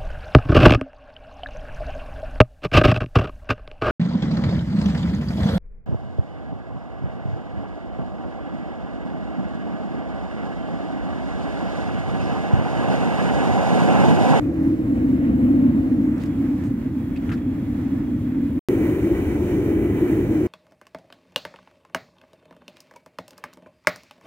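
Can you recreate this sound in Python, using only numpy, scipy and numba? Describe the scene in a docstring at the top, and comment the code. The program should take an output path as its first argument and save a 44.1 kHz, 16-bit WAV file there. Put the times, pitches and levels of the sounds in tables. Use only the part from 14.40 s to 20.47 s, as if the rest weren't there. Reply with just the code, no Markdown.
"""A propane burner blows into a small insulated steel drum furnace outdoors, heard by a hand-held phone.
The first shot hears it from above: flame noise rings the drum's cavity over rumble, overtones, rush and jet hiss.
The phone steps back while shoes scuff the concrete, and a thin band of intake hiss comes up.
After a short silence the second shot hears the hotter furnace from the side.
Filtered noise makes every layer; the two ports differ in phase, level and scattered sound."""
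import sys
import numpy as np
from scipy import signal
from scipy.fft import rfft, irfft, next_fast_len
from scipy.io import wavfile
from scipy.ndimage import uniform_filter1d, map_coordinates
from numba import njit

SR = 44100
rng = np.random.default_rng(int(sys.argv[2]) if len(sys.argv) > 2 else 0)


def waveform_to_disk(signal):
    """Save audio, clipped to [-1, 1], as 16-bit WAV at the path in sys.argv[1]."""
    frames = np.transpose(np.atleast_2d(signal))
    scaled = np.clip(frames, -1, 1) * 32767
    samples = np.round(scaled).astype(np.int16)
    wavfile.write(sys.argv[1], SR, samples)


N = 267687


def undb(db):
    """Level: decibels to an amplitude ratio."""
    return 10 ** (np.asarray(db) / 20)


def unit(x):
    """Normalization: scale to an rms of 1."""
    return x / np.sqrt(np.mean(x ** 2))


def read(table, hz):
    """Spectral interpolation: straight lines over logarithmic frequency."""
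    points = np.array(table, float)
    return np.interp(np.log(np.maximum(hz, 1)), np.log(points[:, 0]), points[:, 1])


@njit
def svf(x, hz, width_hz):
    """Resonance: a state-variable band-pass with a moving centre, gain 1 there."""
    y, band, low = np.empty(len(x)), 0., 0.
    for i in range(len(x)):
        g = np.tan(np.pi * hz[i] / SR)
        damping = width_hz / hz[i]
        v = (band + g * (x[i] - low)) / (1 + g * (g + damping))
        band, low = 2 * v - band, low + 2 * g * v
        y[i] = damping * v
    return y


def resonate(ports, centre_hz, width_hz, passes):
    """Cascaded resonance: each pass steepens the skirts at both ports; the width is that of one pass."""
    centre = np.full(ports.shape[1], centre_hz, float)
    for _ in range(passes):
        ports = np.array([svf(port, centre, float(width_hz)) for port in ports])
    return ports


def walk(n, rate):
    """Slow random modulation: levels held 1 / rate s and slewed twice; spread 1."""
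    hold = int(SR / rate)
    steps = np.repeat(rng.standard_normal(n // hold + 1), hold)
    slewed = uniform_filter1d(uniform_filter1d(steps, hold), hold)[:n]
    return slewed / slewed.std()


# Shoe scuffs; both levels are further weighted by the envelope's rms:
# (time [s], ring level [dB], length [s], ring centre [Hz], ring width of one pass [Hz],
#  rasp level [dB], left minus right [dB])
SCUFFS = [(1.780, -58, .003, 4500, 4000, -56, 0), (1.800, -55, .065, 2600, 3000, -64, -1),
          (1.814, -57, .008, 4000, 4000, -62, 0), (1.8355, -39, .004, 1800, 2200, -49, -2),
          (1.857, -60, .012, 4000, 4000, -60, -3), (2.237, -52, .004, 2500, 3000, -54, 1),
          (2.243, -67, .04, 7000, 4000, -62, 1), (2.7625, -46, .003, 2400, 2600, -62, -2),
          (2.758, -47, .021, 2520, 700, -66, -2), (2.770, -56, .009, 4550, 600, -66, -2),
          (2.773, -54, .005, 3300, 900, -66, -2), (2.8915, -36, .005, 1400, 900, -68, 2),
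          (2.892, -42, .004, 2600, 900, -68, 2), (2.899, -47, .004, 2900, 1800, -54, 2),
          (2.901, -38, .009, 1550, 800, -57, 2), (2.914, -36, .024, 1500, 800, -58, 2),
          (2.918, -44, .016, 2550, 800, -64, 2), (2.918, -54, .03, 4400, 2500, -63, 1),
          (2.972, -53, .022, 1900, 1600, -70, 1)]


def scuffs():
    """Friction excitation: a sole drags over grit, uneven clicks with a ring and a bright rasp."""
    out, n = np.zeros((2, N)), SR // 5
    t = np.arange(n) / SR
    for s, ring_db, length, hz, width_hz, rasp_db, pan_db in SCUFFS:
        envelope = np.minimum(t / .001, 1) / (1 + (t / length) ** 4)
        grit = rng.standard_normal(n) + .7 * rng.standard_normal((2, n))  # shared plus each port's own
        grit = grit * undb(1.2 * rng.exponential(1, n))
        ring = envelope * resonate(grit, hz, width_hz, passes=2)
        rasp = envelope * resonate(grit, 5000, 4500, passes=1)
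        pan = undb(np.array([[pan_db], [-pan_db]]) / 2)
        gain = pan * np.sqrt(np.mean(envelope ** 2))
        i = int(s * SR)
        out[:, i:i + n] += gain * (undb(ring_db) * unit(ring) + undb(rasp_db) * unit(rasp))
    return out


# Sound that reaches both ports straight from the furnace, one table a shot:
# (frequency [Hz], share of power [0-1])
DIRECT = [
    [(30, .92), (70, .97), (130, .99), (290, .985), (400, .8), (640, .8), (1400, .35), (3000, .5),
     (8000, .25), (15000, .15)],
    [(30, .94), (70, .98), (130, .995), (290, .995), (640, .92), (1400, .4), (2200, .7), (3000, .4),
     (8000, .25), (15000, .15)],
]
# Shading of the ports by the phone's body, one table a shot: (frequency [Hz], left minus right [dB])
SHADE = [
    [(60, 2), (110, 0), (200, -1), (380, 0), (700, 2), (1290, -3), (2380, -5), (4400, -2.5), (8120, -1),
     (15000, 1)],
    [(60, 1), (110, -5.5), (200, -3), (380, -2.5), (700, -3), (1290, -1), (2380, -8), (4400, -6.5),
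     (8120, -4.5), (15000, -1.5)],
]


def eddies(n, shot):
    """Partial coherence: white turbulence as port spectra, a direct part in common and a scattered part."""
    hz = np.fft.rfftfreq(n, 1 / SR)
    share = read(DIRECT[shot], hz)
    direct, left, right = rfft(rng.standard_normal((3, n)))
    shade = undb(np.outer([.5, -.5], read(SHADE[shot], hz)))
    scattered = np.array([left, right])
    return hz, shade * (np.sqrt(share) * direct + np.sqrt(1 - share) * scattered)


def turbulence(n, shot, colour, shared_db, flicker_db, rate):
    """Turbulent noise: coloured octave bands share one level change and each flickers alone."""
    hz, noise = eddies(n, shot)
    lo, hi = colour[0][0], colour[-1][0]
    noise = noise * undb(read(colour, hz)) * (hz > lo / 2) * (hz < hi * 2)
    octave = np.clip(np.log2(np.maximum(hz, 1) / lo), 0, None)
    out = 0
    for k in range(int(np.log2(hi / lo)) + 2):
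        band = np.clip(1 - abs(octave - k), 0, 1)  # triangles that overlap and sum to 1
        out = out + irfft(noise * band, n) * undb(shared_db + flicker_db * walk(n, rate))
    return unit(out)


def intake(n, shot, away):
    """Narrow-band noise: a thin band of hiss, heard once the burner pipe is in view."""
    hiss = irfft(eddies(n, shot)[1], n)
    hiss = unit(resonate(hiss, 3316, 200, passes=2))
    return np.sqrt(away) * undb(-66 + 1.8 * walk(n, 3)) * hiss


# Gas jet spectrum before levelling, one table a shot: (frequency [Hz], relative level per Hz [dB])
JET = [
    [(2800, -25.0), (3600, 0.0), (4300, -3.2), (5400, -5.6), (6500, -5.5), (7600, -4.5), (8800, -10.3),
     (10300, -6.7), (12200, -5.6), (14300, -6.4), (15000, -6.2), (15600, -3.3)],
    [(2800, -26), (3600, -1.5), (4200, -5.5), (4950, -10.5), (5500, -6.5), (6000, -3.5), (6700, -4),
     (7800, -5.5), (8800, -9.5), (10200, -4), (11300, -6.5), (12200, -2), (13200, -3.5), (14300, -3.5),
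     (15600, 0)],
]


def jet(n, shot, flutter):
    """Jet noise: the gas stream mixes with air and hisses."""
    return turbulence(n, shot, JET[shot], 0.85 * flutter, 0.96, rate=9.2)


# Rush spectrum before levelling, one table a shot: (frequency [Hz], relative level per Hz [dB])
RUSH = [
    [(500, -18.5), (800, -8), (1250, -12), (2000, -13), (2600, -19.5), (3000, -23), (3600, -33.5),
     (4900, -59.5)],
    [(500, -0.5), (800, -22), (970, 5.5), (1130, -1), (1300, 1), (1600, 1), (1730, -0.5), (1860, 2),
     (2010, 5.5), (2095, -3.5), (2260, 3), (2380, 2), (2500, -4.5), (2800, -7.5), (3020, -6), (3250, -11.5),
     (3800, -34), (4900, -55)],
]


def rush(n, shot, flutter):
    """Broadband turbulence: the flame's rush in the middle of the spectrum."""
    return turbulence(n, shot, RUSH[shot], 0.81 * flutter, 1.0, rate=20)


# Overtone spectrum before levelling, one table a shot: (frequency [Hz], relative level per Hz [dB])
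OVERTONES = [
    [(240, -37.5), (400, -23), (466, 2.5), (626, -2.5), (900, -19.5), (1170, -51.5), (1980, -120)],
    [(220, -12.5), (380, -7.5), (573, -10), (702, -15), (900, -15), (1170, -78), (1980, -120)],
]


def overtones(n, shot, flutter):
    """Upper resonances: flame noise with spectral peaks above the cavity's main ring."""
    return turbulence(n, shot, OVERTONES[shot], 0.53 * flutter, 1.0, rate=11)


# Rumble spectrum before levelling, one table a shot: (frequency [Hz], relative level per Hz [dB])
RUMBLE = [
    [(25, -36), (33, -24), (42, -12), (55, -4), (64, -7), (75, -1), (110, 0), (150, -3), (190, -3),
     (240, -8), (310, -35)],
    [(25, -38), (33, -26), (42, -14), (55, -5), (70, -4), (100, 0), (130, -5), (160, -8), (215, -2),
     (260, -10), (330, -35)],
]


def rumble(n, shot):
    """Combustion noise: low-frequency turbulence under the ring."""
    return turbulence(n, shot, RUMBLE[shot], 0, 0.46, rate=16)


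# Cavity bandwidth, one value a shot: (width of one pass [Hz])
CAVITY_WIDTH_HZ = [111, 150]
# Cavity pitch that settles, one row a shot: (start [Hz], end [Hz])
CAVITY_HZ = [(303, 262.3), (314, 317)]
# Band cancelled by the bounce off the concrete, one row a shot:
# (centre [Hz], width [Hz], depth before the step back [0-1])
GROUND_DIP = [(388, 115, 0.8), (466, 73, 0)]
SETTLE_S = 0.44
DIP_LEFT = 0.59  # share of the dip that remains after the step back


def cavity(n, shot, s, away):
    """Cavity resonance: flame noise rings the air; pitch follows gas temperature and angle to the mouth."""
    start_hz, end_hz = CAVITY_HZ[shot]
    settling = np.exp(-((s - s[0]) / SETTLE_S) ** 2 / 2)
    ring_hz = end_hz + (start_hz - end_hz) * settling
    noise = irfft(eddies(n, shot)[1], n)
    ring = resonate(noise, ring_hz, CAVITY_WIDTH_HZ[shot], passes=3)
    dip_hz, dip_width_hz, depth = GROUND_DIP[shot]
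    depth = depth * (1 - away * (1 - DIP_LEFT))
    ring = ring - depth * resonate(ring, dip_hz, dip_width_hz, passes=1)
    return unit(ring * undb(0.31 * walk(n, 17)))


# Right port's lag and loss beside the left, one row a shot: (lag [ms], left minus right [dB])
TURN = [(0.25, 0.6), (0.108, 3.5)]
# The same after the step back: (lag [ms], left minus right [dB])
FACING = (0.069, .2)
TURN_IN_S, TURN_START_MS = 0.46, 0.13  # the phone first turns aside


def aim(x, shot, s, away):
    """Interaural-style cues: a time lag and a level difference place the furnace between the ports."""
    aside_ms = np.interp(s, [0, TURN_IN_S], [TURN_START_MS, TURN[shot][0]])
    lag_ms = aside_ms + away * (FACING[0] - aside_ms)
    pan_db = TURN[shot][1] + away * (FACING[1] - TURN[shot][1])
    heard_at = np.arange(len(s)) - lag_ms * SR / 1000
    x[1] = map_coordinates(x[1], [heard_at], order=5, mode="wrap")
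    return x * undb(np.array([pan_db, -pan_db]) / 2)


# Shot bounds, one row a shot: (start [s], end [s])
SHOTS_S = [(0, 4.1930), (4.2866, 6.07)]
# Swell of the roar before each layer's share, one table a shot: (time [s], level [dB])
SWELL = [
    [(0, -1), (.5, -1), (.9, 3), (1.4, 2.5), (2, 2.5), (2.6, -3.5), (2.9, 0), (3.3, -2.5), (3.6, 0),
     (3.85, -1.5), (4.19, 0.5)],
    [(4.29, 2), (4.6, -2), (5, -0.5), (5.6, 0.5), (6.07, -1.5)],
]
# Base levels, one row a shot: (cavity [dB], rumble [dB], overtones [dB], rush [dB], jet [dB])
LAYER_DB = [(-19, -27, -42, -46, -57), (-19.5, -25, -36.5, -41, -47.5)]
# Share of the swell, one row a shot: (cavity [ratio], rumble [ratio], overtones [ratio],
# rush [ratio], jet [ratio])
FOLLOW = [(1, 0.2, 0.28, 0.49, .1), (1, 0.3, 0.22, 0.23, .1)]
# Change after the step back: (cavity [dB], rumble [dB], overtones [dB], rush [dB], jet [dB])
FARTHER_DB = (-4, -2.5, -7.5, -2, -0.5)
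# Wave value sought where each shot cuts into the roar, one value a shot: (amplitude [full scale])
CUT_IN = (0, -.2)
# Span after the roar's onset in which the cut is sought: (earliest [s], latest [s])
LEAD_S = (.04, .07)
STEP_BACK_S, STEP_LENGTH_S = 1.19, 0.89
CUT_OUT_S = .001  # each shot ends in a quick fade


def furnace(shot):
    """Superposition: the burner layers of one shot add, and distance and swell set their levels."""
    start, end = int(SHOTS_S[shot][0] * SR), min(int(SHOTS_S[shot][1] * SR), N)
    length = end - start
    early, late = (int(v * SR) for v in LEAD_S)
    n = next_fast_len(length + late)
    s = (start - (early + late) // 2 + np.arange(n)) / SR
    step = np.clip((s - STEP_BACK_S) / STEP_LENGTH_S, 0, 1)
    away = (shot == 0) * np.sin(np.pi / 2 * step) ** 2  # 0 near, 1 after the step back
    swell_db = np.interp(s, *np.transpose(SWELL[shot]))
    ring_gain, rumble_gain, over_gain, rush_gain, jet_gain = (
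        undb(db + share * swell_db + far_db * away)
        for db, share, far_db in zip(LAYER_DB[shot], FOLLOW[shot], FARTHER_DB))
    flutter = walk(n, 18)  # the flame front flaps and moves the upper layers together
    x = intake(n, shot, away)
    x += jet_gain * jet(n, shot, flutter)
    x += rush_gain * rush(n, shot, flutter)
    x += over_gain * overtones(n, shot, flutter)
    x += rumble_gain * rumble(n, shot)
    x += ring_gain * cavity(n, shot, s, away)
    x = aim(x, shot, s, away)
    # cut in where the wave is near the sought value and nearly flat
    mid = x[:, early:late].mean(axis=0)
    cut = early + np.argmin(abs(mid - CUT_IN[shot]) + 10 * abs(np.gradient(mid)))
    fade = np.minimum(np.arange(length)[::-1] / (CUT_OUT_S * SR), 1)
    out = np.zeros((2, N))
    out[:, start:end] = x[:, cut:cut + length] * fade
    return out


def scene():
    """Superposition: the shoe scuffs and both shots of the furnace."""
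    return scuffs() + furnace(0) + furnace(1)


def record(dry):
    """Band limiting: the phone cuts the top of the treble with a steep elliptic low-pass."""
    top_hz = 15740
    return signal.sosfilt(signal.ellip(12, .2, 60, top_hz, fs=SR, output="sos"), dry)


dry = scene()
out = record(dry)
waveform_to_disk(out)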